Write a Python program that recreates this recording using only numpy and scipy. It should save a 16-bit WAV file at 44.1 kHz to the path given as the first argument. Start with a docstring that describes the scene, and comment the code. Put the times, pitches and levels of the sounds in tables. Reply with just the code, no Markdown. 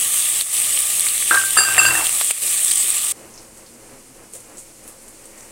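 """In a kitchen, close over a pot: onions sizzle and spit in hot oil, while a steel bowl is set down and rattles.
After 3.12 s a second scene hears the pot from across the counter: a soft hiss, a few spits and hand brushes.
Frying is clumped clicks and coloured noise with short bubble notes; the bowl is a bank of decaying modes
that each contact resets, over knocks and scrapes. Shaped noise and wavering low tones form the kitchen hum.
"""
import sys
import numpy as np
from scipy import signal
from scipy.fft import rfft, irfft, next_fast_len
from scipy.io import wavfile
from scipy.ndimage import uniform_filter1d, map_coordinates

SR = 44100
rng = np.random.default_rng(int(sys.argv[2]) if len(sys.argv) > 2 else 0)


def dump(signal):
    """Clip the signal to [-1, 1] and save it as 16-bit WAV at the path in sys.argv[1]."""
    limited = np.clip(np.atleast_2d(signal).T, -1, 1)
    pcm = np.round(limited * 32767).astype(np.int16)
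    wavfile.write(sys.argv[1], SR, pcm)


N = 243343

# Close frying: strength over time [t/s, fizz and bubbling level/dB, bright spatter level/dB]
FRYING_LEVEL = [(0, -18.5, -43), (.55, -19, -29), (1.25, -20, -41), (2.6, -20, -27), (2.7, -21, -20),
                (3.11, -20.5, -28)]
# Colour of the fine fizz and the pop snaps [f/Hz, relative level per Hz/dB]
FIZZ_COLOUR = [(2060, -41.5), (3500, -4), (5230, -22), (6270, -16), (7240, -12.5), (8200, 3.5), (9000, 3),
               (11600, -7), (15700, -12)]
# Colour of the coarser bubbling [f/Hz, relative level per Hz/dB]
BUBBLING_COLOUR = [(350, -58), (600, -3.5), (1050, -9.5), (1175, 4.5), (1310, -5.5), (1560, -8.5),
                   (1830, 1), (2370, 3), (2960, 6), (3650, 1), (6500, 1), (8450, 9), (14300, -120)]
# The loudest bubbles [t/s, snap level/dB, body level/dB, body f/Hz]
POPS = [(0.4113, 3.5, -2, 3650), (0.6008, 3.5, -16, 2390), (0.618, 2, -14, 2380), (0.7752, -15, -5.5, 3000),
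        (0.79, 4.5, -30, 2440), (0.9962, 5, -3.5, 4220), (1.008, 9, -28, 3040), (1.067, -15.5, -9, 2160),
        (1.087, -7, -3.5, 4350), (1.1795, -3, -10, 3900), (1.225, -14, -9.5, 2170), (1.349, -16, -3, 4040),
        (1.507, 3.5, -10, 3600), (1.747, -8, -4, 2600), (1.767, 3, -7, 2530), (2.0685, 3, -2.5, 3240),
        (2.093, 4, -13, 2960), (2.245, 3, -34, 2960), (2.3101, 6.5, -6.5, 2570), (2.614, -2, -23, 3740),
        (2.648, 8, -17, 3560), (2.682, 3, -8, 4820), (2.713, -6, -3.5, 4400), (2.717, 6.5, -7, 3270),
        (2.758, 4, -23, 2990), (2.7815, 5.5, -28, 4580), (2.89, -2, -32, 3600), (2.904, 4, -27, 3560),
        (2.913, -8, -11, 4400)]
# Modes of the steel bowl [f/Hz, family, level within the family/dB, t60/s]
BOWL_MODES = [(1572, 0, 0, .3), (1147, 0, -19, .2), (1577, 0, -10, .9), (2720, 1, 0, .5), (2692, 1, -4, .4),
              (2634, 1, -8, .4), (1527, 1, -9, .5), (4744, 2, 0, .6), (4445, 2, -12, .45),
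              (2767, 2, -3, .3), (7533, 3, 0, .5), (7574, 3, -3, .5), (7488, 3, -8, .5), (6355, 2, -15, .4),
              (8900, 4, 0, .2), (10020, 3, -5, .12), (10800, 3, -7, .1)]
# The base rocks on the counter [t/s, knock level/dB, ring level of family 0/dB, clack f/Hz]
CONTACTS = [(1.31, 5.5, -4, 1375), (1.318, -20, -11, 1150), (1.327, -6, -12, 1410), (1.344, 2, -12, 1420),
            (1.358, -4, -21, 1220), (1.365, -10, -12, 1400), (1.374, -10, -7.5, 1140),
            (1.394, -20, -17, 1310), (1.413, -10.5, -23, 1390), (1.436, -12, -25, 1410),
            (1.569, 1.5, -24, 1280), (1.573, 1.5, -24, 1680), (1.587, 5, -21, 1704), (1.606, -3, -17, 1270),
            (1.62, -4.5, -23, 1250), (1.635, -4.5, -34, 1260), (1.65, -9.5, -19, 1720),
            (1.668, -20, -18, 1300), (1.686, -9, -24, 1230), (1.71, -22, -19.5, 1300),
            (1.734, -24, -32, 1290), (1.78, 6.5, -30, 1850), (1.799, -1.5, -27, 1270),
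            (1.815, -2.5, -19, 1230), (1.852, -2.5, -16, 1240), (1.886, -10, -16, 1080),
            (1.908, -8, -28, 1860), (1.952, -1.5, -33, 1810), (1.982, -8, -34, 1730),
            (2.005, -10.5, -36, 1110), (2.022, -9, -41, 900)]
# The rim comes down or is touched [t/s, ring level/dB of family 1, 2, 3, 4]
LANDINGS = [(1.31, -33, -46, -41, -50), (1.573, -31, -16, -14.5, -10), (1.669, -28.5, -34, -35, -40),
            (1.78, -12, -23, -15.5, -29), (1.852, -18, -21.5, -17, -34), (1.886, -22.5, -32, -29, -45),
            (1.947, -23.5, -40, -37, -50)]
# Fade of families 1 to 4 after a landing [level change per second/dB]
FAMILY_FADES = [-84, -79, -82, -300]
# Dry ticks once the bowl rests [t/s, level/dB]
TAPS = [(2.2123, 4), (2.307, -2.5)]
# Colour of those ticks [f/Hz, relative level per Hz/dB]
TICK_COLOUR = [(250, -40), (450, 0), (1200, 1), (2500, 0.5), (4500, -3.5), (9000, -13)]
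# The rim drags on the counter [t/s, level/dB ahead of the counter's resonances]
SCRAPE_LEVEL = [(1.29, -77), (1.318, -22.5), (1.524, -53.5), (1.568, -33), (1.976, -25), (2.25, -60)]
# Colour of knocks and scrape [f/Hz, relative level per Hz/dB]
COUNTER_COLOUR = [(60, -52), (130, -28), (200, -16), (350, -9), (700, -4), (1200, -1.5), (1800, -1.5),
                  (2200, -7.5), (4000, -19), (9000, -24)]
# Resonances of the counter [f/Hz, width/Hz, level/dB ahead of a common lift]
COUNTER_MODES = [(325, 17, 3.5), (744, 16, 1), (1227, 30, -5), (1300, 43, -11), (1740, 13, -15)]
# Colour of the distant frying [f/Hz, relative level per Hz/dB]
HISS_COLOUR = [(710, -16), (1200, -35), (2030, -0.5), (2390, -2), (3870, -4.5), (4170, -1), (5290, 0.5),
               (8670, 8.5), (15700, -10)]
# Far spits [t/s, level/dB, centre f/Hz]
SPITS = [(3.339, -33, 6450), (3.354, -38, 6000), (3.377, -30.5, 5400), (3.573, -33, 8300),
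         (3.662, -37.5, 4730), (4.326, -31, 9500), (4.336, -23, 8450), (4.353, -25, 8200),
         (4.404, -30.5, 8900), (4.571, -29, 7560), (4.582, -25.5, 8250), (4.589, -26.5, 8300),
         (4.838, -33, 8900), (4.869, -34, 10360), (4.878, -24.5, 9000), (5.021, -34, 9600),
         (5.08, -28.5, 8700), (5.256, -30, 8600), (5.378, -32, 7700), (5.408, -32, 6950), ]
# A hand brushes the counter and lifts a cup [t/s, level ahead of the envelope/dB, centre f/Hz, t60/s]
SWISHES = [(4.337, -37.5, 544, 0.24), (4.872, -45, 940, 0.33), (5.31, -47.5, 2030, 0.94)]
# Broad hum of the kitchen [f/Hz, relative level per Hz/dB]
KITCHEN_COLOUR = [(11, -47), (18, 14.5), (32, -15), (86, -15), (129, -5), (156, -15.5), (211, -7),
                  (486, -3.5), (629, -8), (3000, -19), (3900, -71), (6600, -120)]
# The counter's low drone, louder while the bowl moves [t/s, level/dB]
DRONE_LEVEL = [(0.0, -56), (1.2, -55.5), (1.58, -50.5), (1.87, -44), (2.3, -58), (5.52, -66)]
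# Colour of that drone [f/Hz, relative level per Hz/dB]
DRONE_COLOUR = [(30, -20), (55, 0.5), (95, -5.5), (125, -4), (160, -7), (300, -47.5)]
# The counter's lowest note [t/s, rms level ahead of its wavering/dB]
THRUM_LEVEL = [(1.3, -65), (1.4, -48), (1.54, -64), (1.64, -50.5), (1.92, -41), (2.04, -55), (2.15, -70)]
# A faint hum slides upward [t/s, f/Hz, level ahead of its wavering/dB]
SLIDING_HUM = [(3.42, 204, -82), (3.55, 217, -57), (3.85, 246, -54.5), (4.12, 267.6, -52.5),
               (4.2, 265, -75)]
# Narrow wavering hums [f/Hz, width/Hz, mean level/dB]
NARROW_HUMS = [(223, 46, -61), (331, 21, -58.5), (536, 12, -59)]
# Brief dips of the whole level [t/s, depth/dB]
DIPS = [(0.423, -6.5), (2.315, -8)]

CUT_S = 3.1221  # the pot is far off from here
BUBBLING_DB = -7  # against the fizz
RATTLE_S, REST_S = 1.77, 2.12  # the bowl rattles freely; it comes to rest and its ring is stilled
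CLACK_DB = -10  # against the knock
JOLT = 0.31  # share of a knock's loss against its landing that the upper families follow
BLUR = .9  # phase shift of the touches, more for higher families
HISS_DB, HUM_DB = -46, -49  # distant frying; broad kitchen hum
PING_CYCLES = 50  # a spit's note falls 60 dB in this many cycles
SPRAY_DB, SPRAY_T60_S, SPRAY_OCTAVES = -12, 0.22, 0.37  # spray level against the note
THRUM_HZ = 127
DIP_FALL_S, DIP_S, DIP_RISE_S = .01, .101, .006  # the rise starts DIP_S after the fall starts
TOP_HZ = 15820  # band limit


def frying():
    """Close pot: fine fizz and coarser bubbling share many bursts; spatter and the large pops lie on top."""
    fizz_db, spatter_db = curves(FRYING_LEVEL)
    fine = crackle(2000, 4.2, 0.38, patchy_db=1.2, swell_db=.15)
    coarse = crackle(900, 6.9, 0.2, patchy_db=0.75, swell_db=.15)
    fizz = amp(fizz_db) * unit(coloured(fine, FIZZ_COLOUR))
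    thinned = filtered(coarse, lambda f: 1j * f / (1500 + 1j * f))
    seethe = unit(coloured(thinned + 0.98 * fine, BUBBLING_COLOUR))
    seethe = seethe + 0.27 * bubbles(count=900, centre_hz=3800, octaves=0.33, cycles=30.0, spread_db=6)
    bubbling = amp(fizz_db + BUBBLING_DB) * seethe
    bright = bubbles(count=2500, centre_hz=8310, octaves=0.054, cycles=40, spread_db=0.5)
    spatter = amp(spatter_db) * bright
    return patches(fizz + bubbling + spatter, depth_db=1.5) + pops()


def pops():
    """A large bubble's film snaps, droplets fall back and its cavity rings for a few cycles."""
    snap, body, t = np.zeros(N), np.zeros(N), np.arange(SR // 50) / SR
    for s, snap_db, body_db, body_hz in POPS:
        start = round(s * SR)
        burst = amp(-12.0 - 60 * t / 0.0071) * rng.standard_normal(len(t))  # the droplets
        burst[0] = 1  # the film breaks
        snap[start:][:len(t)] += amp(snap_db) * burst
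        attack = 1 - np.exp(-t * body_hz / 0.31)
        decay = amp(body_db - 60 * t * body_hz / 12)
        body[start:][:len(t)] += decay * attack * np.sin(2 * np.pi * body_hz * t)
    # large films ring on one note, near 8.5 kHz
    film = lambda f: 0.17 + 1j * f * 3000 / (8500 ** 2 - f * f + 1j * f * 3000)
    return filtered(coloured(snap, FIZZ_COLOUR), film) + body


def bubbles(count, centre_hz, octaves, cycles, spread_db):
    """Steam bubbles that burst with a short dry note, rms 1."""
    start = rng.random(count)
    pitch = rng.standard_normal(count)[:, None]
    size = rng.exponential(size=count)[:, None]
    hz, t = centre_hz * 2 ** (octaves * pitch), np.arange(SR // 100) / SR
    decay = amp(spread_db * np.minimum(size, 2.5) - 60 * t * hz / cycles)
    notes = decay * np.sin(2 * np.pi * hz * t)
    where = (start * N).astype(int)[:, None] + np.arange(len(t))
    mixed = np.bincount(where.ravel(), notes.ravel())[:N]
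    return unit(filtered(mixed, lambda f: (1j * f / (1200 + 1j * f)) ** 2))


def crackle(per_s, spread_db, share, patchy_db, swell_db):
    """White steam noise with clumps of bursting bubbles on it, rms 1; share is the bursts' part of the power."""
    clumps = amp(patchy_db * wobble(36) + swell_db * wobble(9))
    draw = rng.random((3, N))
    happens = draw[0] < per_s / SR * clumps
    bursts = happens * np.sign(draw[1] - .5) * amp(-spread_db * np.log(draw[2] + 0.023))
    share = np.clip(share, 0, 1)
    steam = clumps * rng.standard_normal(N)
    return unit(np.sqrt(share) * unit(bursts) + np.sqrt(1 - share) * steam)


def patches(x, depth_db):
    """x with its colour shifting in random patches, some 500 Hz by 60 ms."""
    z = signal.stft(x, nperseg=256)[2]
    field = uniform_filter1d(rng.standard_normal(z.shape), size=3, axis=0)
    field = uniform_filter1d(field, size=20, axis=1)
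    return signal.istft(z * amp(depth_db * unit(field)), nperseg=256)[1][:N]


def bowl():
    """Each contact changes how strongly the wall's modes ring; the counter knocks and scrapes under it."""
    ring, knocks, t = np.zeros(N), np.zeros(N), np.arange(SR // 4) / SR
    ends = [row[0] for row in CONTACTS[1:]] + [REST_S]
    phase = 2 * np.pi * rng.random(len(BOWL_MODES))
    depth_db = np.where(np.arange(N) < RATTLE_S * SR, 3, 6)
    # the rim keeps touching down, so each ring is broken
    chatter = [amp(depth_db * np.tanh(wobble(150))) for mode in BOWL_MODES]
    for (s, knock_db, low_db, clack_hz), end in zip(CONTACTS, ends):
        span = slice(round(s * SR), round(s * SR) + len(t))
        family_db = ring_levels(s, knock_db, low_db)
        gate = (1 - np.exp(-t / 0.00039)) * np.clip((end - s - t) / 0.003 + 1, 0, 1)
        # a blow jolts the phase of every mode
        phase = phase + rng.normal(0, .7 if s < RATTLE_S else 2, len(BOWL_MODES))
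        for (hz, family, db, t60), p, touches in zip(BOWL_MODES, phase, chatter):
            rough = touches[span]
            decay = amp(family_db[round(family)] + db - 60 * t / t60)
            angle = 2 * np.pi * hz * (s + t) + p + BLUR * family * np.log(rough)
            ring[span] += gate * rough * decay * np.sin(angle)
        # the base's dead clack
        clack = amp(knock_db + CLACK_DB - 60 * t / 0.029) * (1 - np.exp(-t / 0.00029))
        ring[span] += clack * np.sin(2 * np.pi * clack_hz * t)
        blow = amp(-22 - 60 * t / 0.07) * rng.standard_normal(len(t))
        blow[0] = 0.55
        knocks[span] += amp(knock_db) * blow
    return ring + counter(knocks) + taps()


def ring_levels(s, knock_db, low_db):
    """Ring dB of the five families at a contact: the last landing sets the upper ones, which then fade."""
    landed, *upper_db = [row for row in LANDINGS if row[0] < s + .003][-1]
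    first_db = min(CONTACTS, key=lambda row: abs(row[0] - landed))[1]
    faded_db = np.add(upper_db, np.multiply(FAMILY_FADES, s - landed))
    return [low_db, *(faded_db + JOLT * (knock_db - first_db))]


def counter(knocks):
    """The counter resonates with the bowl's knocks and with the crackling drag of its rim."""
    scrape_db, = curves(SCRAPE_LEVEL)
    drag = amp(scrape_db) * crackle(300, 4, .15, patchy_db=1.5, swell_db=.3)
    mode = lambda f, c, w, db: amp(db + 2.5) * 1j * f * w / (c * c - f * f + 1j * f * w)
    slab = lambda f: 0.79 + sum(mode(f, c, w, db) for c, w, db in COUNTER_MODES)
    return filtered(coloured(knocks + drag, COUNTER_COLOUR), slab)


def taps():
    """Dry ticks: a click with a short tail of noise."""
    ticks, t = np.zeros(N), np.arange(SR // 4) / SR
    for s, db in TAPS:
        tick = amp(-26 - 60 * t / .04) * rng.standard_normal(len(t))
        tick[0] = 1
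        ticks[round(s * SR):][:len(t)] += amp(db) * tick
    return coloured(ticks, TICK_COLOUR)


def far_pot():
    """Frying from across the counter: smooth hiss, spits that ping and die in a spray, brushes of a hand."""
    steam = crackle(1500, 3, .1, patchy_db=.7, swell_db=.4)
    out = amp(HISS_DB + 0.69 * wobble(1.61)) * unit(coloured(steam, HISS_COLOUR))
    t = np.arange(SR // 3) / SR
    sounds = []
    for s, db, hz in SPITS:
        ping = amp(-60 * t * hz / PING_CYCLES) * np.sin(2 * np.pi * hz * t)
        tail = amp(SPRAY_DB - 60 * t / SPRAY_T60_S) * spray(len(t), hz, SPRAY_OCTAVES)
        sounds.append((s, amp(db) * (ping + tail)))
    for s, db, hz, t60 in SWISHES:
        envelope = amp(db - 60 * t / t60) * (1 - np.exp(-30 * t / t60))
        sounds.append((s, envelope * spray(len(t), hz, octaves=0.38)))
    for s, sound in sounds:
        start = round(s * SR)
        out[start:][:len(t)] += sound[:N - start]
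    return out


def spray(length, hz, octaves):
    """Grainy noise in a band around hz over a weak white floor, rms 1."""
    f = np.fft.rfftfreq(length, 1 / SR) + 1
    grains = rng.standard_normal(length) * amp(6.2 * rng.standard_normal(length))
    band = np.exp(-(np.log2(f / hz) / octaves) ** 2) + 0.11
    return unit(irfft(rfft(grains) * band, length))


def kitchen():
    """Broad low noise and a drone, with a low note, a sliding hum and narrow hums that waver."""
    noise = lambda shape: unit(filtered(rng.standard_normal(N), shape))
    hum_db = HUM_DB + 0.21 * wobble(2.34) + 2.1 * wobble(13)
    out = amp(hum_db) * noise(lambda f: amp(along(KITCHEN_COLOUR, f)))
    drone_db, = curves(DRONE_LEVEL)
    out += amp(drone_db) * noise(lambda f: amp(along(DRONE_COLOUR, f)))
    thrum_db, = curves(THRUM_LEVEL)
    thrum_hz = THRUM_HZ + 2.5 * wobble(8)
    # 3 dB turns the rms level of a sine into its peak
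    out += amp(thrum_db + 3 + 1.5 * wobble(9)) * np.sin(2 * np.pi * np.cumsum(thrum_hz) / SR)
    slide_hz, slide_db = curves(SLIDING_HUM)
    out += amp(slide_db + 4.4 * wobble(17)) * np.sin(2 * np.pi * np.cumsum(slide_hz) / SR)
    for hz, width, db in NARROW_HUMS:
        out += amp(db + 0.4 * wobble(2.3)) * noise(lambda f: np.exp(-((f - hz) / width) ** 2))
    return out


def amp(db):
    """Amplitude factor of a level in dB."""
    return 10 ** (np.asarray(db) / 20)


def unit(x):
    """x scaled to rms 1."""
    return x / np.sqrt(np.mean(x ** 2) + 1e-20)


def along(points, hz):
    """(Hz, value) points read off on a log frequency axis."""
    f, v = np.transpose(points)
    return np.interp(np.log(hz + 1), np.log(f + 1), v)


def curves(rows):
    """One value per sample for each column after the time."""
    s, *cols = np.transpose(rows)
    return [np.interp(np.arange(N) / SR, s, c) for c in cols]


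def wobble(rate):
    """A smooth random curve, rate knots a second."""
    knots = rng.standard_normal(int(N * rate / SR) + 4)
    return map_coordinates(knots, [np.arange(N) * rate / SR])


def filtered(x, response):
    """x times a complex response of frequency."""
    m = next_fast_len(N + SR // 2)
    return irfft(rfft(x, m) * response(np.fft.rfftfreq(m, 1 / SR)), m)[..., :N]


def coloured(x, spectrum):
    """x through the causal minimum-phase filter with the given spectrum, at unit energy."""
    size = 4096
    gain = amp(along(spectrum, np.fft.rfftfreq(size, 1 / SR)))
    cep = irfft(np.log(gain + 1e-4))
    cep[1:size // 2] *= 2  # fold the cepstrum onto positive time
    cep[size // 2 + 1:] = 0
    kernel = irfft(np.exp(rfft(cep)))
    return signal.fftconvolve(x, kernel / np.linalg.norm(kernel))[:N]


def scene():
    """The close pot and bowl up to the cut, then the far pot, with the kitchen under both."""
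    near = np.arange(N) < CUT_S * SR
    return (np.where(near, frying() + bowl(), far_pot()) + kitchen())[None]


def record(dry):
    """At the microphone the level dips twice, peaks flatten towards full scale and the top band is cut."""
    t = np.arange(N) / SR
    dip_db = np.zeros(N)
    for s, db in DIPS:
        fall = np.clip((t - s) / DIP_FALL_S, 0, 1)
        rise = np.clip((s + DIP_S - t) / DIP_RISE_S + 1, 0, 1)
        dip_db += db * fall * rise
    x = dry * amp(dip_db)
    x = x / (1 + np.abs(x) ** 8) ** (1 / 8)
    return filtered(x, lambda hz: hz < TOP_HZ)


dry = scene()
out = record(dry)
dump(out)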